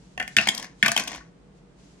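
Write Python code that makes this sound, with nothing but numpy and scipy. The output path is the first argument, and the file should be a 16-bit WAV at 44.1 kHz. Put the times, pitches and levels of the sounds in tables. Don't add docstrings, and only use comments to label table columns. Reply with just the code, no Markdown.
import sys
import numpy as np
from scipy import signal
from scipy.fft import rfft, irfft, next_fast_len
from scipy.io import wavfile
from scipy.ndimage import uniform_filter1d, map_coordinates

SR = 44100
rng = np.random.default_rng(int(sys.argv[2]) if len(sys.argv) > 2 else 0)


def put_to_file(sound):
    columns = np.atleast_2d(sound).T
    safe = np.clip(columns, -1, 1)
    whole_steps = np.round(safe * 32767)
    wavfile.write(sys.argv[1], SR, whole_steps.astype(np.int16))


def gain_from_db(level_db):
    decades = np.asarray(level_db, float) / 20
    return 10 ** decades


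N = 88200


def unit(x):
    return x / np.sqrt(np.mean(x ** 2) + 1e-20)


def peak(x):
    return x / np.abs(x).max()


def along(points, hz):
    f, value = np.transpose(points)
    return np.interp(np.log(hz + 1), np.log(f + 1), value)


def stretches(curves):
    t = np.arange(N) / SR
    gain = sum(gain_from_db(np.interp(t, *np.transpose(curve), left=-150, right=-150)) for curve in curves)
    return uniform_filter1d(gain, size=900, mode="nearest")


def wobble(rate):
    knots = rng.standard_normal(int(N * rate / SR) + 4)
    return map_coordinates(knots, [np.arange(N) * rate / SR])


def filtered(x, response):
    m = next_fast_len(x.shape[-1] + 8192)
    return irfft(rfft(x, m) * response(np.fft.rfftfreq(m, 1 / SR)), m)[..., :x.shape[-1]]


def resonance(f, hz, width_hz):
    return 1j * f * width_hz / (hz * hz - f * f + 1j * f * width_hz)


def body(modes):
    return lambda f: sum((-1) ** k * gain_from_db(db) * resonance(f, hz, width)
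                         for k, (hz, width, db) in enumerate(modes))


# pitch_hz, likeness (0 to 1)
LIKENESS = [(150, 0.92), (400, 0.36), (1000, 0), (4000, 0.0044)]


def rush(spectrum):
    def mid_side_gain(hz):
        turn = np.arccos(np.clip(along(LIKENESS, hz), -1, 1)) / 2
        return gain_from_db(along(spectrum, hz)) * [np.cos(turn), np.sin(turn)]

    mid, side = filtered(rng.standard_normal((2, N)), mid_side_gain)
    return unit(np.array([mid + side, mid - side]))


# pitch_hz, level_db (per Hz)
RUMBLE_COLOUR = [(15, -35), (25, -11), (54, 6), (75, -16), (194, 1), (224, -10), (460, -10.5), (600, -35.5),
                 (780, -57), (1320, -120)]
# pitch_hz, level_db (per Hz)
AIR_COLOUR = [(400, -34.5), (550, 4.5), (1000, -2), (2200, -10), (9000, -21), (12500, -48), (16000, -63.5)]


def room_noise():
    return gain_from_db(-53.5) * rush(RUMBLE_COLOUR) + gain_from_db(-63) * rush(AIR_COLOUR)


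# pitch_hz, width_hz, level_db
MOTOR_TONES = [(47, 5.8, 1.5), (144.6, 23, -1), (179, 18, 1.5), (282, 33, -8.5), (479, 10, -4.5)]


def motor():
    def tones(f):
        return np.abs(sum(body([tone])(f) ** 2 * gain_from_db(-tone[2]) for tone in MOTOR_TONES))

    return gain_from_db(-55.5) * unit(filtered(rng.standard_normal(N), tones))


# time_s, level_db
SLEEVE_MOVES = [
    [(0, -69), (.17, -71.5), (.36, -59)],
    [(.7, -88), (.83, -60.5)],
    [(1.4, -99), (1.53, -87.5), (1.58, -70), (1.63, -90.5), (1.74, -83), (1.79, -69.5), (1.9, -68.5),
     (2, -70.5)],
]
# pitch_hz, level_db (per Hz)
CLOTH_COLOUR = [(1200, -14.5), (2000, -6), (7000, -5), (11000, -20), (14000, -54.5)]


def sleeve():
    return stretches(SLEEVE_MOVES) * gain_from_db(5.0 + 1.2 * wobble(34)) * rush(CLOTH_COLOUR)


def hand():
    start_s, soft_s, pitch_hz = 1.165, 0.016, 51.6
    u = np.maximum(np.arange(N) / SR - start_s, 0) / soft_s
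    return gain_from_db(-43) * u * np.exp(1 - u) * np.sin(2 * np.pi * pitch_hz * soft_s * u)


# pitch_hz, die_away_s (to -60 dB)
LINGER = [(200, 0.24), (1500, 0.34), (5000, 0.16), (9000, 0.23), (12000, 0.087)]
# delay_s, level_db
NEAR_ECHOES = [
    (.0037, -24),
    (.0082, -20),
    (.0121, -32.5),
]
TAIL_TIMES_S = [0, .19, .3, .38, .45, .48, .56, .84, .875, .95, .97, .99, 1.06, 1.13, 2]


def room(x):
    out = np.zeros((2, N + SR))
    edges = np.round(np.array(TAIL_TIMES_S) * SR).astype(int)
    for start, end in zip(edges[:-1], edges[1:]):
        hz, t, z = signal.stft(rng.standard_normal((2, SR // 2)), SR, nperseg=256)
        apart = (hz / (hz + 200))[:, None] ** 2
        z = np.array([z[0] + apart * z[1], z[0] - apart * z[1]]) / np.sqrt(1 + apart ** 2)
        fade = gain_from_db(-60 * t / along(LINGER, hz)[:, None])
        tail = signal.istft(z * fade, SR, nperseg=256)[1]
        tail = gain_from_db(-10.5) * np.pad(tail / np.linalg.norm(tail[0]), ((0, 0), (150, 0)))
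        for k, (delay_s, db) in enumerate(NEAR_ECHOES):
            left = round(delay_s * SR)
            tail[[0, 1], [left, left + (-1) ** k * 9]] += gain_from_db(db)
        wet = signal.fftconvolve(x.mean(0)[None, start:end], tail, axes=1)
        out[:, start:start + wet.shape[1]] += wet
    return out[:, :N]


# time_s, level_db
SKIDS = [
    [(.375, -31), (.42, -35), (.47, -40)],
    [(.835, -40), (.9, -43), (.96, -38.5)],
]
# time_s, level_db
TUMBLES = [
    [(.49, -43), (.55, -44), (.6, -42), (.655, -44), (.69, -58), (.76, -68)],
    [(.98, -28), (1.05, -46.5), (1.12, -38), (1.17, -44.5), (1.22, -62), (1.3, -68.5)],
]
# pitch_hz, level_db (per Hz)
TUMBLE_COLOUR = [(290, -30.5), (500, -1), (1080, 5), (1280, -10), (1770, 3), (3200, -5), (3810, -5),
                 (6230, -2), (16000, -49)]
# pitch_hz, width_hz, level_db
TRAY_SHELL = [(1495, 100, -3), (1790, 130, -5), (2170, 110, -5.5), (2420, 58, -3), (2800, 200, -8),
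              (3200, 180, -1), (3600, 250, -5.5)]
# pitch_hz, width_hz, level_db
TRAY_AIR = [(640, 76, -1.5), (870, 200, 6.5), (1139, 82, 1)]
# pitch_hz, width_hz, level_db
TRAY_BOOM = [(128, 38, -12), (201, 24, 5.5), (292, 52, 0.5), (416, 64, -6)]


def rolling():
    size = gain_from_db(np.minimum(4 * rng.exponential(size=N), 11))
    happens = rng.random(N) < 1200 / SR
    contacts = size * happens * np.sign(rng.standard_normal(N))
    grains = unit(contacts * gain_from_db(1.9 * wobble(78))) + 0.54 * rng.standard_normal((2, N))

    def tray(f):
        ringing = 1 + 0.23 * body(TRAY_SHELL)(f) + 0.49 * body(TRAY_AIR)(f)
        return gain_from_db(along(TUMBLE_COLOUR, f)) * ringing

    def baffle(f):
        return body([(5000, 2500, 0), (2300, 1400, -2.5), (1100, 350, -3)])(f) / (1 + (f / 7000) ** 4)

    tone = unit(filtered(grains, tray))
    rumble = unit(filtered(grains[0], lambda f: body(TRAY_BOOM)(f) / (1 + 1j * f / 450) ** 2))
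    skid = unit(filtered(grains, baffle))
    return (tone + gain_from_db(-6.5) * rumble) * stretches(TUMBLES) + skid * stretches(SKIDS)


# pitch_hz, level_db (per Hz)
DIE_CLICK = [(2060, -18.5), (3500, -11.5), (4340, -1.5), (6400, -0.5), (10300, -9.5), (11800, -8),
             (13800, -33.5), (15400, -15), (16500, -33.5)]


def knocks(hits, walls, hollow, table, scrape_s, width_hz, rough, ring_db, click_db, thud_db, boom_db):
    click_first_s, stiff_hz = .0007, 1300
    edge_noise = .06
    out, t = np.zeros((2, N + SR)), np.arange(SR // 5) / SR
    sides = np.array([[1], [-1]])

    def late(x):
        return np.roll(x, round(click_first_s * SR), axis=-1)

    def stiff(f):
        return (f * f / (f * f - stiff_hz ** 2 - 1j * f * stiff_hz)) ** 2

    def heard(modes, luck):
        def response(f):
            total = 0
            for k, ((hz, width, db), (tune, gain, lean, phase)) in enumerate(zip(modes, luck)):
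                mode = body([(hz * (1 + .006 * tune), width, db + 1.5 * gain)])(f) * (-1) ** k
                total = total + mode * gain_from_db(2.3 * lean * sides) * np.exp(.2j * phase * sides)
            return total
        return response

    for start_s, db, hz, bright_db, low_db in hits:
        chance, luck = rng.standard_normal((3, len(t))), rng.standard_normal((14, 4))
        scrape = np.exp(-(t / scrape_s) ** 4) + .12 * np.exp(-t / .006)
        shape = (1 - np.exp(-t / 0.00095)) * scrape
        swing = shape * (np.sin(2 * np.pi * hz * t) + rough * chance[0])
        wall = peak(filtered(late(swing), lambda f: body([(hz, width_hz, 0)])(f) ** 2 * stiff(f)))
        blow = (t == 0) + edge_noise * rough * chance[0] * shape
        shell = peak(filtered(
            late(blow), lambda f: heard(walls, luck)(f) * body([(hz, 1700, 0)])(f) * stiff(f)))
        fizz = chance[1:] * shape * np.minimum(t / 0.0056, 1)
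        click = peak(filtered(fizz, lambda f: gain_from_db(along(DIE_CLICK, f))))
        thud = peak(filtered(late(shape * np.exp(-t / 0.00052)), heard(hollow, luck)))
        push = np.roll(t * np.exp(-t / 0.00046), round(.003 * SR))
        boom = peak(filtered(push, body(table)))
        hit = peak(wall + gain_from_db(ring_db) * shell)
        hit = hit + gain_from_db(low_db + thud_db) * thud + gain_from_db(boom_db) * boom
        hit = hit + gain_from_db(bright_db + click_db) * (click[0] + 0.3 * click[1] * sides)
        start = round((start_s - click_first_s) * SR)
        out[:, start:start + len(t)] += gain_from_db(db) * hit
    return out[:, :N]


# start_s, level_db (peak), pitch_hz (wall), click_db, thud_db (both over the knock)
TRAY_BOUNCES = [(0.4718, -11, 2170, -12.5, -6.5), (0.4852, -15, 1800, -9.5, -13),
                (0.4862, -6, 3190, -13, -15), (0.5472, -30.5, 4000, 2.5, -30),
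                (0.5771, -22, 4970, -8.5, -17), (0.5962, -28.5, 3270, -6.5, -2),
                (0.6258, -31, 1810, -7, -22.5), (0.6436, -31, 1680, -11, -28),
                (0.9636, -9.5, 3090, -12.5, -6.5), (0.9752, -10, 2587, -12, -18),
                (0.9958, -16.5, 2430, -9, -47), (1.0359, -35, 1540, 0.5, -88), (1.074, -24.5, 2570, -8, -7),
                (1.0771, -24, 3320, -7, -3), (1.1045, -47, 2080, -12, -20), (1.1172, -30, 1800, -9.5, -3),
                (1.1372, -47, 3200, -30, -20), (1.1815, -37.5, 1670, -26, -15),
                (1.1297, -32.5, 2290, -35, -11), (1.1466, -27, 2440, -17, -6.5),
                (1.1584, -31.5, 1480, -12, -8.5)]
LAST_TICK = [
    (1.2072, -40.5, 1480, -31.5, -9.5),
]
# pitch_hz, width_hz, level_db
TICK_SHELL = [(1466, 31, -5), (1820, 34, 0)]
# pitch_hz, width_hz, level_db
TICK_AIR = [(1125, 26, 0)]


def landing():
    bounces = knocks(TRAY_BOUNCES, TRAY_SHELL, TRAY_AIR, TRAY_BOOM, scrape_s=0.005, width_hz=1300,
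                     rough=1.15, ring_db=4, click_db=9.0, thud_db=-1.0, boom_db=-23.5)
    tick = knocks(LAST_TICK, TICK_SHELL, TICK_AIR, TRAY_BOOM, scrape_s=0.0061, width_hz=450,
                  rough=.1, ring_db=1, click_db=5, thud_db=3.5, boom_db=-25)
    return bounces + tick


# start_s, level_db, pitch_hz, click_db, thud_db
FIRST_DIE = [(0.1768, -19.5, 2800, -20.5, -10.5), (0.1982, -18, 2287, -15.5, -15.5),
             (0.2012, -14, 1850, -28.5, -16), (0.2134, -19.5, 1800, -25.5, -11),
             (0.2262, -22, 1800, -15, -15.5), (0.2317, -33.5, 1800, -30, -15.5),
             (0.2770, -25, 2100, -10, -17)]
# start_s, level_db, pitch_hz, click_db, thud_db
SECOND_DIE = [(0.3691, -9, 3494, -19, -41), (0.3765, -19, 1800, -23.5, -30),
              (0.3961, -15.5, 2440, -36, -14), (0.4070, -16, 2470, -28.5, -22),
              (0.4136, -23, 1875, -8.5, -12)]
# start_s, level_db, pitch_hz, click_db, thud_db
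LAST_DIE = [(0.8318, -9.5, 1870, -18.5, -29.5), (0.8371, -19.5, 1800, -30, -16.5),
            (0.8474, -15, 2550, -28.5, -18), (0.8527, -17.5, 2320, -30, -10.5),
            (0.8598, -8.5, 2280, -16, -20.5), (0.8622, -8.5, 1800, -13, -16),
            (0.8670, -13.5, 2300, -27.5, -12), (0.8802, -11.5, 2930, -5.5, -19),
            (0.8838, -12.5, 3240, -18, -9), (0.8903, -16.5, 2310, -16.5, -13.5),
            (0.9167, -14, 1765, -4, -15)]
# start_s, level_db, pitch_hz, click_db, thud_db
MOUTH_BLOWS = [
    (0.3665, -0.12, 1869, -15, -38),
    (0.8271, 0.58, 1945, -24.5, -28.5),
]
# start_s, level_db, pitch_hz, click_db, thud_db
BAFFLE_BLOW = [
    (0.3853, -1.1, 2616, -29, -25),
]
# pitch_hz, width_hz, level_db
LIGHT_SHELL = [(1510, 130, -7), (1817, 50, 1), (2080, 46, -5.5), (2430, 85, -4.5), (2800, 150, -7),
               (3320, 200, -10.5)]
# pitch_hz, width_hz, level_db
TOWER_SHELL = [(1480, 120, 2.5), (1800, 44, -1.5), (2050, 91, -4), (2470, 390, -5), (2620, 54, 0),
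               (3200, 240, -6.5), (3222, 100, -9), (3620, 420, -10.5)]
# pitch_hz, width_hz, level_db
MOUTH_SHELL = [(1480, 140, -3), (1800, 100, 4.5), (2194, 170, -1.5), (2412, 150, -2), (2960, 120, -2),
               (3364, 150, 0.5), (3560, 71, -8)]
# pitch_hz, width_hz, level_db
FIRST_AIR = [(730, 90, -1), (1100, 39, -3)]
# pitch_hz, width_hz, level_db
TOWER_AIR = [(669, 16, 17), (726, 83, -1), (800, 30, -1), (1080, 79, -0.5)]
# pitch_hz, width_hz, level_db
LAST_AIR = [(678, 20, 3.5), (900, 230, -9.5), (1176.4, 41, 9)]
# pitch_hz, width_hz, level_db
TOWER_BOOM = [(70, 13, -11.5), (134.5, 12, 1), (212.4, 13, 5), (347, 90, -10)]


def falling():
    dice = [(FIRST_DIE, LIGHT_SHELL, FIRST_AIR), (SECOND_DIE, TOWER_SHELL, TOWER_AIR),
            (LAST_DIE, TOWER_SHELL, LAST_AIR)]
    tumbling = sum(knocks(hits, walls, hollow, TOWER_BOOM, scrape_s=0.0033, width_hz=1500,
                          rough=1.0, ring_db=6, click_db=6.5, thud_db=4, boom_db=-23.0)
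                   for hits, walls, hollow in dice)
    mouth = knocks(MOUTH_BLOWS, MOUTH_SHELL, TOWER_AIR, TOWER_BOOM, scrape_s=0.002, width_hz=770,
                   rough=.15, ring_db=17, click_db=7, thud_db=-1, boom_db=-24.5)
    baffle = knocks(BAFFLE_BLOW, TOWER_SHELL, TOWER_AIR, TOWER_BOOM, scrape_s=0.002, width_hz=2200,
                    rough=0.12, ring_db=-3.5, click_db=9, thud_db=0, boom_db=-26)
    return tumbling + mouth + baffle


# pitch_hz, level_db (left over right)
LEFT_LEAN = [(500, 0), (2000, 2.5), (3500, 1.5), (5000, 8.5), (7000, 4.5), (9000, 1), (13000, -1.5)]


def scene():
    lead_s = .0001
    side = np.array([[.5], [-.5]])

    def ports(f):
        delay = f * side * lead_s / (1 + (f / 6000) ** 2)
        return gain_from_db(side * along(LEFT_LEAN, f)) * np.exp(2j * np.pi * delay)

    dice = falling() + landing() + rolling()
    dice_in_room = filtered(dice + room(dice), ports)
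    background = motor() + sleeve() + hand() + room_noise()
    return dice_in_room + background


def top_cut(x):
    return signal.sosfilt(signal.butter(12, 17010, fs=SR, output="sos"), x)


def record(dry):
    low_hz, top_hz = 38, 16100
    held = dry / (1 + np.abs(dry / .97) ** 6) ** (1 / 6)
    mix = filtered(held, lambda f: (f / (f - 1j * low_hz)) ** 2 / (1 + (f / top_hz) ** 60))
    return top_cut(mix)


dry = scene()
out = record(dry)
put_to_file(out)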